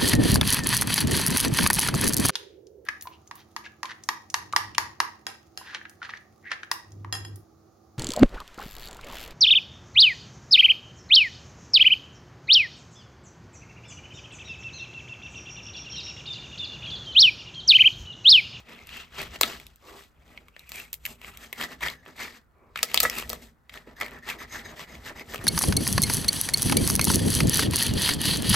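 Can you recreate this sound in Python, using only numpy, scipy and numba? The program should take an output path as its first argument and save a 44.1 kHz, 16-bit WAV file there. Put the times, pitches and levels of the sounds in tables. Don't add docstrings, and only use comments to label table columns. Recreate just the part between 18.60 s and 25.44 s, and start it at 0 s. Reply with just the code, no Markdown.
import sys
import numpy as np
from scipy import signal
from scipy.fft import rfft, irfft, next_fast_len
from scipy.io import wavfile
from scipy.ndimage import uniform_filter1d, map_coordinates
from numba import njit

SR = 44100
rng = np.random.default_rng(int(sys.argv[2]) if len(sys.argv) > 2 else 0)


def log_audio(samples):
    frames = np.atleast_2d(samples).T
    limited = np.clip(frames, -1, 1)
    pcm = np.round(limited * 32767).astype(np.int16)
    wavfile.write(sys.argv[1], SR, pcm)


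N = 301644

# moment of the break in seconds, relative level of its first moments in dB,
# pitch in Hz, relative treble edge in dB, t60 of the splinters in seconds, relative hollow body of the bread in dB.
FLAKE_SNAPS = [(.148, -49, 3350, -25, 0.014, -22), (0.1904, -43, 2300, -33, .01, -22),
               (0.2714, -39, 2700, -5, 0.008, -18), (0.2917, -37.5, 2600, -27, 0.017, -27),
               (.593, -33, 4700, -19, 0.0044, -2), (.617, -29, 3000, -8.5, 0.0052, 0),
               (0.8125, -7.5, 4240, -9.5, 0.0059, -5.5), (0.8331, -11, 3740, -18.5, 0.0094, -12.5),
               (1.0, -38.5, 2400, -18, .011, -17), (1.0674, -39.5, 3620, -7.5, 0.0064, -19.5),
               (1.1597, -46.5, 4160, 2.5, 0.0057, -20), (1.776, -35, 2200, -44.5, 0.014, -14.5),
               (1.884, -45.5, 1195, -23, 0.013, -17.5), (1.965, -39, 1820, -36.5, .003, -6),
               (1.994, -40.5, 3950, -9, 0.01, -15), (2.0924, -35, 2160, -6, 0.034, -27),
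               (2.1192, -31, 4300, -7.5, 0.0047, -10), (2.158, -32.5, 5000, 7, .006, -22),
               (2.199, -37, 2400, -8, .005, -11), (2.3306, -23.5, 12400, -4, 0.014, -16),
               (2.3412, -28.5, 12500, -5, 0.0024, -15.5), (2.4537, -23, 2540, -14.5, 0.006, -22),
               (2.461, -25.5, 13300, -16, 0.0035, -34), (2.4639, -27.5, 2100, -18.5, 0.0073, -15.5),
               (2.616, -41.5, 2640, -14, 0.0059, -7), (2.646, -35, 2670, -37, 0.011, -9),
               (2.7732, -36, 3050, -7, 0.0088, -21), (2.9287, -25.5, 2030, -17, 0.011, -9.5),
               (3.0122, -23.5, 1930, -21, 0.012, -11), (3.026, -27, 1910, -24, .008, -11),
               (3.208, -35.5, 1900, -18, 0.037, -6.5), (3.2365, -27.5, 2100, -20.5, 0.0093, -13),
               (3.274, -31, 1940, -25, 0.0074, -13), (3.2845, -25, 2050, -29, 0.0083, -21),
               (3.301, -32, 4200, -15.5, .004, -16), (3.4623, -40.5, 1850, -29.5, .005, 3),
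               (4.159, -24, 1324, -31, 0.013, -20), (4.175, -30, 2300, -20, .012, -21),
               (4.191, -27.5, 2290, -20, .005, -21), (4.2307, -9.5, 4800, -10, 0.0071, -14.5),
               (4.235, -26, 8000, 1, .005, -16), (4.316, -35.5, 2290, -23.5, 0.028, -18.5),
               (4.3445, -17, 3300, -15, 0.0042, -13), (4.3444, -12, 4650, -8, 0.0041, -13),
               (4.362, -29.5, 4560, -15, .005, -14), (4.3758, -10.5, 3650, -22.5, 0.0028, -18),
               (4.403, -7.5, 4450, -5, 0.013, -22), (4.4316, -14.5, 11100, 4.5, 0.0045, -11.5),
               (4.433, -14.5, 12000, 4.5, 0.021, 0.5), (4.4386, -19, 8000, -0.5, 0.011, -7),
               (4.4988, -21, 5150, -15, 0.0062, -21.5), (4.554, -32.5, 2400, -7, 0.0066, -12),
               (4.5853, -22.5, 2300, -8.5, 0.009, -5.5), (4.599, -29, 2400, -13.5, .006, -4),
               (4.625, -31, 3000, -28, 0.0072, 5), (4.695, -24.5, 4170, 9, 0.018, -19),
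               (4.701, -24, 4440, -5.5, 0.0021, -9), (4.7313, -25.5, 4180, -8.5, 0.0061, -2),
               (5.095, -38, 1940, -28.5, .024, -15), (5.1405, -38.5, 1860, -19, 0.0072, -12),
               (5.1751, -36.5, 1850, -31.5, 0.0046, -16), (5.4016, -36, 2080, -17, .008, -14),
               (5.411, -27, 2100, -27, 0.0066, -15), (5.4135, -21.5, 2120, -24.5, .016, -15),
               (5.423, -31, 2220, -34, .008, -6), (5.4312, -28.5, 1980, -36, 0.02, -2.5),
               (5.462, -34, 2270, -34, 0.013, -19), (5.483, -38.5, 2200, -24.5, .003, -13),
               (5.6894, -27.5, 2020, -23, 0.034, -26), (5.701, -23.5, 2340, -21, 0.029, -10.5),
               (6.1946, -34.5, 2030, -27, 0.01, 0), (6.353, -39, 1980, -36, 0.011, -16),
               (6.596, -35.5, 2030, -21, .014, -25), (6.738, -31, 1890, -23, 0.0068, -4),
               (6.7449, -25.5, 1690, -16, 0.016, -4), (6.7591, -30, 2540, -20, 0.0037, -4),
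               (6.7801, -38, 2700, -20, .005, -9), (6.791, -41, 2350, -30, .007, -14)]
# pitch in Hz, relative level in dB, t60 in seconds.
PLATE_MODES = [(236, -11, .14), (284, -10, .12), (438, -4, .08), (494, -3, .08), (632, -3, .1),
               (716, -8, .07), (1160, -12, .04), (1290, 0, .1), (1385, -10, .06), (1710, -2, .08),
               (1949, -1, .18), (2149, -11, .06), (2692, -10, .07), (3600, -11, .05)]
STRAIN_S = .004
MEDIUM_DB = -49.5


def amp(db):
    return 10 ** (np.asarray(db) / 20)


def unit(x):
    return x / np.sqrt(np.mean(x ** 2) + 1e-20)


def along(points, hz):
    f, v = np.transpose(points)
    return np.interp(np.log(hz + 1), np.log(f + 1), v)


def curves(rows):
    s, *cols = np.transpose(rows)
    return [np.interp(np.arange(N) / SR, s, c) for c in cols]


def wobble(rate):
    return map_coordinates(rng.standard_normal(int(N * rate / SR) + 4), [np.arange(N) * rate / SR])


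def add(track, s, sound):
    part = track[max(round(s * SR), 0):][:len(sound)]
    part += sound[:len(part)]


def filtered(x, response):
    n = x.shape[-1]
    m = next_fast_len(n + 8192)
    return irfft(rfft(x, m) * response(np.fft.rfftfreq(m, 1 / SR)), m)[..., :n]


def impulse(gain, size=4096):
    cepstrum = irfft(np.log(np.maximum(gain(np.fft.rfftfreq(size, 1 / SR)), 1e-6)))
    cepstrum[1:size // 2] *= 2
    cepstrum[size // 2 + 1:] = 0
    return irfft(np.exp(rfft(cepstrum)))


def coloured(x, spectrum):
    return unit(signal.fftconvolve(x, impulse(lambda hz: amp(along(spectrum, hz))))[:N])


def noise(spectrum):
    return unit(filtered(rng.standard_normal(N), lambda hz: amp(along(spectrum, hz))))


def resonances(table, f):
    total = 0
    for k, (c, w, db) in enumerate(table):
        total = total + (-1) ** k * amp(db) * 1j * f * w / (c * c - f * f + 1j * f * w)
    return total


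def varied(table, detune, uneven_db):
    return [(c * (1 + detune * rng.standard_normal()), w, db + uneven_db * rng.standard_normal())
            for c, w, db in table]


@njit
def glide(x, pitch, damping):
    out, low, band = np.zeros(len(x)), 0., 0.
    for i in range(len(x)):
        step = 2 * np.sin(np.pi * pitch[i])
        low += step * band
        band += step * (x[i] - low - damping * band)
        out[i] = band
    return out


def quiet_air():
    # frequency in Hz, relative level in dB.
    quiet = [(15, -30), (35, -2), (80, 3), (250, -13), (700, -14), (1500, -12.5), (2500, -34), (5000, -39),
             (16000, -33.5)]
    return amp(-72.5) * noise(quiet) + amp(-67.0) * np.array([noise(quiet), noise(quiet)])


def kitchen(x):
    # frequency in Hz, t60 in seconds.
    decay = [(150, 0.67), (1000, 0.12), (4000, 0.08), (14000, 0.075)]
    hz, t, z = signal.stft(rng.standard_normal((2, SR // 2)), SR, nperseg=256)
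    apart = np.clip(hz / 1200, 0, 1)[:, None]
    z = np.array([z[0] + apart * z[1], z[0] - apart * z[1]]) / np.hypot(1, apart)
    tail = signal.istft(z * amp(-60 * t / along(decay, hz)[:, None]), SR, nperseg=256)[1]
    delayed = np.pad(x, (round(0.0035 * SR), 0))[None]
    return signal.fftconvolve(delayed, tail / np.linalg.norm(tail[0]), axes=1)[:, :N]


def nearby(x):
    # frequency in Hz, level in dB.
    width = [(60, -16), (150, -9), (500, -8), (1300, -7), (3500, -15), (7000, -12), (14000, -28.5)]
    t = np.arange(SR // 16) / SR
    echoes = rng.standard_normal(len(t)) * amp(-60 * t / .04) * (1 - np.exp(-t / .002))
    side = signal.fftconvolve(x, echoes / np.linalg.norm(echoes))[:N]
    return np.array([[1], [-1]]) * filtered(side, lambda hz: amp(along(width, hz)))


def worktop(drag_db, rumble_db=-56.0, follow=0.36, unsteady_db=3.0, thump_t60=0.1, sag=0.88, sag_s=0.012):
    # frequency in Hz, relative level in dB.
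    rumble = [(12, -30.5), (20, -13.5), (36, -6), (54, 6), (118, -9.5), (170, -7), (220, -33), (370, -120)]
    # time in seconds, change in dB.
    leaning = [(0, -0.5), (.85, 3.5), (1.4, -3), (2.3, 1), (3.5, -1.5), (4.6, 1), (5.2, 0), (6.8, 5)]
    # start in seconds, relative level in dB, settled pitch in Hz.
    thumps = [(.835, -32, 180), (4.453, -37.5, 238), (4.732, -44, 60), (5.276, -47, 173), (5.56, -49, 52),
              (6.425, -43, 50), (6.554, -38, 56), (6.68, -38, 58), (6.791, -30.5, 80.5)]
    push_db = uniform_filter1d(drag_db, SR // 10) - MEDIUM_DB
    lean_db, = curves(leaning)
    level_db = rumble_db + lean_db + follow * push_db + unsteady_db * wobble(8.4)
    track = amp(level_db) * noise(rumble)
    t = np.arange(SR // 4) / SR
    for s, db, hz in thumps:
        cycles = np.cumsum(hz * (1 + sag * np.exp(-t / sag_s))) / SR
        onset = 1 - np.exp(-t / 0.0021)
        add(track, s, amp(db - 60 * t / thump_t60) * np.sin(2 * np.pi * cycles) * onset)
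    return track


def plate(x):
    hz, mode_db, t60 = np.transpose(PLATE_MODES)[:, :, None]
    t = np.arange(SR // 5) / SR
    ring = (amp(mode_db - 60 * t / t60) * np.cos(2 * np.pi * hz * t)).sum(0)
    return unit(signal.fftconvolve(x, ring)[:N])


def knocking():
    # start in seconds, relative level in dB, pitch in Hz that this spot favours.
    knocks = [(.8335, -22.5, 1103), (4.159, -38, 1150), (4.2314, -31, 1300), (4.233, -32, 500),
              (4.3445, -29.5, 1200), (4.404, -28.5, 1330), (4.4345, -23, 480), (4.4365, -27.5, 1330),
              (4.4516, -16.5, 1800), (4.4525, -22, 620), (4.701, -36, 551), (4.731, -34.5, 702),
              (5.2741, -44, 500), (5.413, -34, 1196), (6.744, -34, 1000)]
    track, t = np.zeros(N), np.arange(SR // 4) / SR
    hz, mode_db, t60 = np.transpose(PLATE_MODES)[:, :, None]
    for s, db, spot_hz in knocks:
        favoured_db = -9 * abs(np.log2(hz / spot_hz))
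        sign = rng.choice([-1, 1], hz.shape)
        strength = amp(mode_db + favoured_db + rng.normal(0, 1, hz.shape)) * sign
        ring = (strength * amp(-60 * t / t60) * np.sin(2 * np.pi * hz * t)).sum(0)
        contact = 1 + 2 * np.exp(-t / 0.0068)
        add(track, s, amp(db - 7.5) * ring * contact)
    return track


def scraping(waver=0.008, waver_rate=30, catch_db=3.0):
    # middle in seconds, length in seconds, relative level in dB,
    # lowest note of the blade in Hz, relative level of its upper resonances in dB.
    scrapes = [(2.835, 0.096, -53, 1760, -10), (3.386, .12, -59.5, 1720, -15), (3.483, .07, -52, 1760, -21),
               (5.165, 0.034, -47.5, 1780, -13.5), (5.373, 0.037, -51, 1780, -8.5),
               (5.56, 0.084, -46.5, 1760, -24), (5.652, 0.069, -46, 1810, -22),
               (5.695, .03, -37, 1940, -13), (5.81, 0.067, -42, 1860, -6), (5.943, .11, -41, 2000, -4.5),
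               (6.066, 0.063, -45.5, 2020, -2), (6.103, 0.037, -46.5, 1710, -9),
               (6.333, .12, -54.5, 1990, -2.5), (6.591, 0.078, -44, 2080, -5.5), (6.71, .062, -51, 1890, 2)]
    # pitch in Hz, width in Hz, relative level in dB.
    blade = [(3780, 200, -2), (4960, 140, 0), (6430, 180, 1), (8300, 200, -8), (12800, 200, -6)]
    note_width_hz, note_db = 99, 3
    track = np.zeros(N)
    speed = 1 + waver * wobble(waver_rate)
    chatter = rng.standard_normal(N) * amp(catch_db * wobble(140))
    for s, length, db, note_hz, upper_db in scrapes:
        start = round((s - length / 2) * SR)
        span = slice(start, start + round(length * SR))
        upper = varied(blade, detune=.008, uneven_db=2.5)
        steel = [(note_hz, note_width_hz, note_db)]
        steel += [(hz, width, level + upper_db) for hz, width, level in upper]
        ringing = filtered(chatter[span], lambda f: resonances(steel, f))
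        song = map_coordinates(ringing, [np.cumsum(speed[span])])
        swell = np.sin(np.linspace(0, np.pi, len(song)))
        add(track, start / SR, amp(db) * swell * unit(song))
    return track


def sliding():
    # middle in seconds, length in seconds, relative level in dB.
    slides = [(1.319, 0.23, -49.5), (4.05, 0.26, -59.5), (5.553, 0.054, -51), (5.76, 0.052, -46.5),
              (6.13, 0.056, -48.5), (6.509, 0.046, -42), (6.812, 0.08, -44.5)]
    # frequency in Hz, relative level in dB.
    filling = [(120, -10), (300, 5), (550, 2), (800, -1.5), (1150, 2.5), (1700, -17.5), (2300, -6),
               (3200, -36), (9000, -34.5)]
    t = np.arange(N) / SR
    swell = sum(amp(db) * np.cos(np.pi * np.clip((t - s) / length, -.5, .5)) for s, length, db in slides)
    return swell * noise(filling)


def snap(db, pitch_hz, edge_db, t60, body_db, sharpness=5.6, crumble_db=-23, crumble_t60=0.12,
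         splinter_share=.25, crumb_share=.02, strain_db=-29):
    # pitch in Hz, width in Hz, relative level in dB.
    sheet_modes = [(1760, 87, -10.5), (2190, 260, -4), (3160, 770, -7.5)]
    hollow_modes = [(540, 240, -1.4), (1160, 280, -0.97)]
    t = np.arange(SR // 10) / SR
    crumbs = rng.standard_normal(len(t)) * (rng.random(len(t)) < crumb_share)
    splinters = rng.standard_normal(len(t)) * (rng.random(len(t)) < splinter_share)
    tearing = amp(-60 * t / t60) * unit(splinters) + amp(crumble_db - 60 * t / crumble_t60) * unit(crumbs)
    force = .18 * tearing
    force[0] = 1
    lead = round(STRAIN_S * SR)
    strain = amp(strain_db) * np.linspace(0, 1, lead) ** 2 * rng.standard_normal(lead)
    force = np.concatenate([strain, force])
    sheet = varied(sheet_modes, detune=.03, uneven_db=2)
    hollow = varied(hollow_modes, detune=.04, uneven_db=2)

    def colour(f):
        flake = 1 / np.hypot(1, sharpness * (f / pitch_hz - pitch_hz / (f + 1))) ** 1.25
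        edge = amp(edge_db + 2.5) * f / np.hypot(f, 6000) * f / np.hypot(f, 2500)
        body = abs(resonances(sheet, f) + amp(body_db) * resonances(hollow, f))
        return np.sqrt(flake ** 2 + edge ** 2 + body ** 2)

    sound = signal.fftconvolve(force, impulse(colour, size=2048))
    first = sound[lead:lead + round(.006 * SR)]
    return amp(db - 4.5) * sound / np.sqrt(np.mean(first ** 2))


def snapping():
    track = np.zeros(N)
    for s, *flake in FLAKE_SNAPS:
        add(track, s - STRAIN_S, snap(*flake))
    return track


def chipping(rasp_db, note_hz, count=130, middling_db=-48, follow=0.76, spread_db=9, scatter=.2):
    track = np.zeros(N)
    for k, (place, size, pitch) in enumerate(rng.random((count, 3))):
        i = int((k + place) * N / count)
        db = middling_db + follow * (rasp_db[i] - MEDIUM_DB) + spread_db * (size ** 3 - 1 / 2)
        chip_hz = note_hz[i] * (1 + scatter * (2 * pitch - 1))
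        add(track, i / SR, snap(db, chip_hz, edge_db=-13.5, t60=.005, body_db=-14.5))
    return track


def grit(rasp_db, fizz_db, rate=100, spread_db=6.0, peak_db=11.0, life_cycles=1.3):
    track, t = np.zeros(N), np.arange(SR // 200) / SR
    for place, size, pitch in rng.random((int(rate * N / SR), 3)):
        i, hz = int(place * N), 1500 * 4.5 ** pitch
        stroke_db = np.interp(pitch, [0, 1], [rasp_db[i], fizz_db[i]])
        tick = np.sin(2 * np.pi * hz * t) * np.exp(-t * hz / life_cycles)
        add(track, i / SR, amp(stroke_db + spread_db * (2 * size - 1) + peak_db) * tick)
    return track


def effort():
    # middle of the effort in seconds, rise, hold and fall in seconds,
    # relative levels in dB of the rasp of the crust, the fizz of fine crumbs and the drag of the dough,
    # note of bread and blade in Hz, level of that note over the broad rasp in dB.
    strokes = [(0, .02, .004, .025, -49, -48.5, -55, 2393, -4),
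               (0.124, .06, 0.018, 0.041, -45.5, -49, -48, 2300, -5),
               (0.208, .03, .05, .035, -54, -54.5, -54, 2424, 5),
               (0.381, 0.093, 0.064, .04, -42.5, -42, -50.5, 2700, 0.5),
               (0.613, 0.046, 0.028, 0.041, -33.5, -34.5, -41, 2100, -18.5),
               (0.751, .04, 0.019, .01, -40.5, -41, -45.5, 2100, -9),
               (0.853, 0.036, 0.022, 0.11, -37.5, -32.5, -41, 2000, -12.5),
               (1.294, 0.058, .02, .05, -53.5, -48.5, -71, 2100, -17.5),
               (1.385, 0.068, 0.037, 0.064, -54, -49, -58.5, 2112, -12.5),
               (1.724, .11, .04, 0.15, -60, -61, -54.5, 2144, 3.5),
               (2.008, 0.052, 0.023, .045, -63, -62.5, -64.5, 2310, 11.5),
               (2.174, 0.056, .04, 0.064, -45, -42.5, -51, 2315, 4.5),
               (2.505, 0.053, .02, 0.033, -52.5, -46.5, -49.5, 2400, 3.5),
               (2.657, 0.032, 0.036, 0.098, -46.5, -50.5, -53, 2640, -0.5),
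               (2.835, .04, .025, .055, -48.5, -48, -51, 2100, -3.5),
               (3.032, .04, 0.0091, 0.02, -29.5, -29.5, -35.5, 1980, 2),
               (3.123, 0.083, .015, 0.034, -45, -44.5, -47, 1993, -14.5),
               (3.257, 0.021, 0.046, 0.042, -31.5, -32, -40, 2074, -1.5),
               (3.485, 0.042, .012, .056, -51, -53.5, -48.5, 1970, -9.5),
               (3.612, 0.031, 0.013, 0.066, -35.5, -33, -42, 2110, 2),
               (3.759, 0.054, .02, 0.031, -51.5, -49.5, -58, 2112, -4.5),
               (4.173, 0.011, .004, 0.096, -43, -42, -52.5, 2246, 1.5),
               (4.362, .08, 0.028, 0.055, -42, -34.5, -43.5, 2277, -1.5),
               (4.443, .018, .014, 0.026, -30, -23.5, -34, 1993, -9),
               (4.588, 0.082, 0.035, 0.033, -34.5, -34.5, -42, 2305, -0.5),
               (4.72, 0.042, .03, 0.038, -45, -42.5, -42, 2195, -11.5),
               (4.83, .05, 0.022, 0.049, -58, -50, -53.5, 2095, -2),
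               (5.159, 0.032, 0.021, 0.0448, -44.5, -47.5, -48, 1834, -8),
               (5.288, .018, .008, 0.039, -51, -57, -44, 1882, -1.5),
               (5.421, 0.02, .02, 0.045, -33.5, -39, -41.5, 2240, 1),
               (5.539, 0.12, .05, 0.045, -47, -56.5, -47.5, 1765, -5.5),
               (5.7, 0.03, .012, 0.036, -33, -34.5, -40, 2160, 1),
               (5.821, 0.024, .03, 0.024, -42, -49, -47.5, 1900, 0),
               (5.964, .045, .06, .026, -41.5, -42.5, -46, 2050, 1),
               (6.075, 0.032, 0.029, 0.076, -45.5, -50.5, -44.5, 1692, -2.5),
               (6.21, 0.033, .035, 0.024, -42.5, -41, -47.5, 2204, -5),
               (6.33, 0.046, 0.069, 0.076, -52.5, -54, -48.5, 2005, 0.5),
               (6.479, .038, 0.027, 0.027, -41, -40.5, -44, 1730, -6.5),
               (6.591, 0.033, .04, 0.026, -48, -50, -43.5, 2072, 5.5),
               (6.738, 0.045, .05, .025, -44.5, -41.5, -43.5, 1880, -7),
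               (6.825, .02, 0.03, 0.037, -43, -46, -45, 1873, -18.5)]
    # relative levels of rasp, fizz and drag in dB.
    resting = [-76.5, -84, -80]
    edge_db, roundness = 13, 1.06
    t = np.arange(0, N, 64) / SR
    s, rise, hold, fall, rasp_db, fizz_db, drag_db, note_hz, note_db = np.transpose(strokes)[:, :, None]
    away = np.maximum(np.maximum((s - hold / 2 - t) / rise, (t - s - hold / 2) / fall), 0)
    swell_db = -np.minimum(edge_db * abs(away) ** roundness, 200)
    levels = []
    for db, rest_db in zip((rasp_db, fizz_db, drag_db), resting):
        power = (amp(db + swell_db) ** 2).sum(0) + amp(rest_db) ** 2
        levels.append(10 * np.log10(power))
    share = amp(swell_db) / amp(swell_db).sum(0)
    return curves(np.transpose([t, *levels, (share * note_hz).sum(0), (share * note_db).sum(0)]))


def fractures(rate, spread_db, life, bed):
    sizes = amp(spread_db * np.minimum(rng.standard_normal(N), 2))
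    breaks = sizes ** 2 * (rng.random(N) < rate / SR)
    power = signal.lfilter([1], [1, -np.exp(-1 / (life * SR))], breaks)
    return unit(np.sqrt(power / power.mean() + bed))


def relief():
    slack = np.zeros(N)
    for s, *_ in FLAKE_SNAPS:
        add(slack, s + .002, np.hanning(round(.007 * SR)))
    return 1 - .6 * np.minimum(slack, 1)


def judder(rasp_db, depth=0.75, uneven=0.1, slip_cycles=0.4):
    slips_hz, above_db, range_db = 102, -37, 9.5
    phase = np.cumsum(slips_hz * (1 + uneven * wobble(60))) / SR % 1
    bursts = unit(np.exp(-phase / slip_cycles))
    share = depth * np.clip((rasp_db - above_db) / range_db, 0, 1)
    return np.sqrt(1 - share + share * bursts ** 2)


def shifting(x, patchy_db=3.0):
    z = signal.stft(x, nperseg=256)[2]
    patches = uniform_filter1d(rng.standard_normal(z.shape), size=4, axis=0)
    patches = uniform_filter1d(patches, size=6, axis=1)
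    return signal.istft(z * amp(patchy_db * unit(patches)), nperseg=256)[1][:N]


def wedged(x):
    # time in seconds, share (only 0 to 1 counts).
    wedging = [(2.86, -1.5), (2.92, -0.44), (3.3, 0), (3.65, 0.15), (3.9, 0), (5.34, 0), (5.39, 0.5),
               (5.46, 0.5), (5.52, -0.5)]
    # frequency in Hz, gain in dB.
    wedged_colour = [(300, -2.5), (1100, 3.5), (1600, 0.5), (2400, 2.5), (2900, -11.5), (3600, -16),
                     (4350, 7), (5400, 1), (7000, -0.5)]
    share = np.clip(curves(wedging)[0], 0, 1)
    damped = signal.fftconvolve(x, impulse(lambda hz: amp(along(wedged_colour, hz))))[:N]
    return (1 - share) * x + share * damped


def sawing(rasp_db, fizz_db, drag_db, bite_hz, bite_db):
    # frequency in Hz, relative level in dB.
    rim, middle = [(300, -27.5), (800, -6), (1250, 4), (1600, -0.5), (2100, 2), (3200, -0.5), (4500, -17),
                   (8000, -33.5)], [(300, -17), (750, -4), (1250, 2), (1550, -1), (1800, 7.5), (2500, -4),
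                                (3300, -11.5), (4500, -12.5), (8000, -30)]
    crumb_colour, flake_colour = [(1500, -23), (3000, 5.5), (4400, 3.5), (5800, -1), (8000, -8.5),
                                  (11000, -26.5), (16000, -15)], [(4000, -15), (8000, 1), (10500, -3), (13000, -2),
                                                  (15300, -4.5), (16500, -24.5)]
    dough_colour = [(60, -23), (150, 0), (240, 3), (340, -0.5), (470, -2.5), (630, -2), (850, -4),
                    (1400, -13.5), (3000, -66)]
    # time in seconds, finest crackle over the crumbs in dB.
    dryness = [(.6, -5.5), (.9, -4.5), (2.15, 3.5), (2.7, 5.5), (3.05, -3), (4.3, -4.5), (4.6, 3),
               (5.2, -2), (6.8, -1.5)]
    dry_db, = curves(dryness)
    clumps = amp(0.92 * wobble(70))
    grain = unit(clumps * relief()) * judder(rasp_db)
    grain = grain * fractures(rate=300, spread_db=1.0, life=0.0046, bed=0.4)

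    def crackle():
        return grain * rng.standard_normal(N)

    depth, = curves([(2.75, 0.11), (2.95, 1)])
    crust = np.sqrt(1 - depth) * coloured(crackle(), rim) + np.sqrt(depth) * coloured(crackle(), middle)
    pitch = bite_hz * (1 + 0.063 * wobble(40)) / SR
    note = unit(glide(glide(crackle(), pitch, .24), pitch, .24))
    pressure_db = 0.13 * np.minimum(rasp_db + 37.5, 0)
    crust = shifting(crust + amp(bite_db + pressure_db) * note)
    crust = unit(crust + amp(-10.5) * plate(coloured(crackle(), middle)))
    fine = fractures(rate=340, spread_db=3.5, life=0.00066, bed=7.0)
    crumbs = coloured(fine * crackle(), crumb_colour)
    crumbs = unit(crumbs + amp(dry_db) * coloured(fine * crackle(), flake_colour))
    dough = coloured(crackle(), dough_colour)
    dough = unit(dough + amp(-5.5) * plate(coloured(crackle(), dough_colour)))
    return amp(rasp_db + 0.92) * crust + amp(fizz_db - 3.5) * crumbs + amp(drag_db - 2.0) * dough


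def scene():
    rasp_db, fizz_db, drag_db, bite_hz, bite_db = effort()
    cutting = sawing(rasp_db, fizz_db, drag_db, bite_hz, bite_db)
    cutting = cutting + grit(rasp_db, fizz_db) + chipping(rasp_db, bite_hz)
    strokes = amp(-1.98) * (wedged(cutting) + scraping() + sliding())
    hits = wedged(snapping()) + knocking()
    air = quiet_air()
    room = nearby(strokes + hits) + kitchen(amp(-10.5) * strokes + amp(-14.5) * hits)
    return strokes + hits + room + worktop(drag_db) + air


def record(dry):
    # frequency in Hz, lead of the left in radians.
    lead = [(100, 0), (1900, 0), (3200, 1.3), (4300, .2), (5400, -.55), (6400, 0), (7400, 0), (8100, -.7),
            (9100, -2.7), (10900, -3.6), (12000, -6), (13700, -6.4), (15100, -9.3)]
    # frequency in Hz, left minus right in dB.
    balance = [(100, .3), (380, -1), (900, .5), (2000, .5), (3900, 5.5), (5500, 2), (8000, .7), (15000, 0)]
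    top_hz = 16100
    side = np.array([[.5], [-.5]])
    pair = filtered(dry, lambda hz: amp(side * along(balance, hz)) * np.exp(1j * side * along(lead, hz)))
    return filtered(np.clip(pair, -1, 1), lambda hz: 1 / np.hypot(1, (hz / top_hz) ** 50))


dry = scene()
out = record(dry)
log_audio(out)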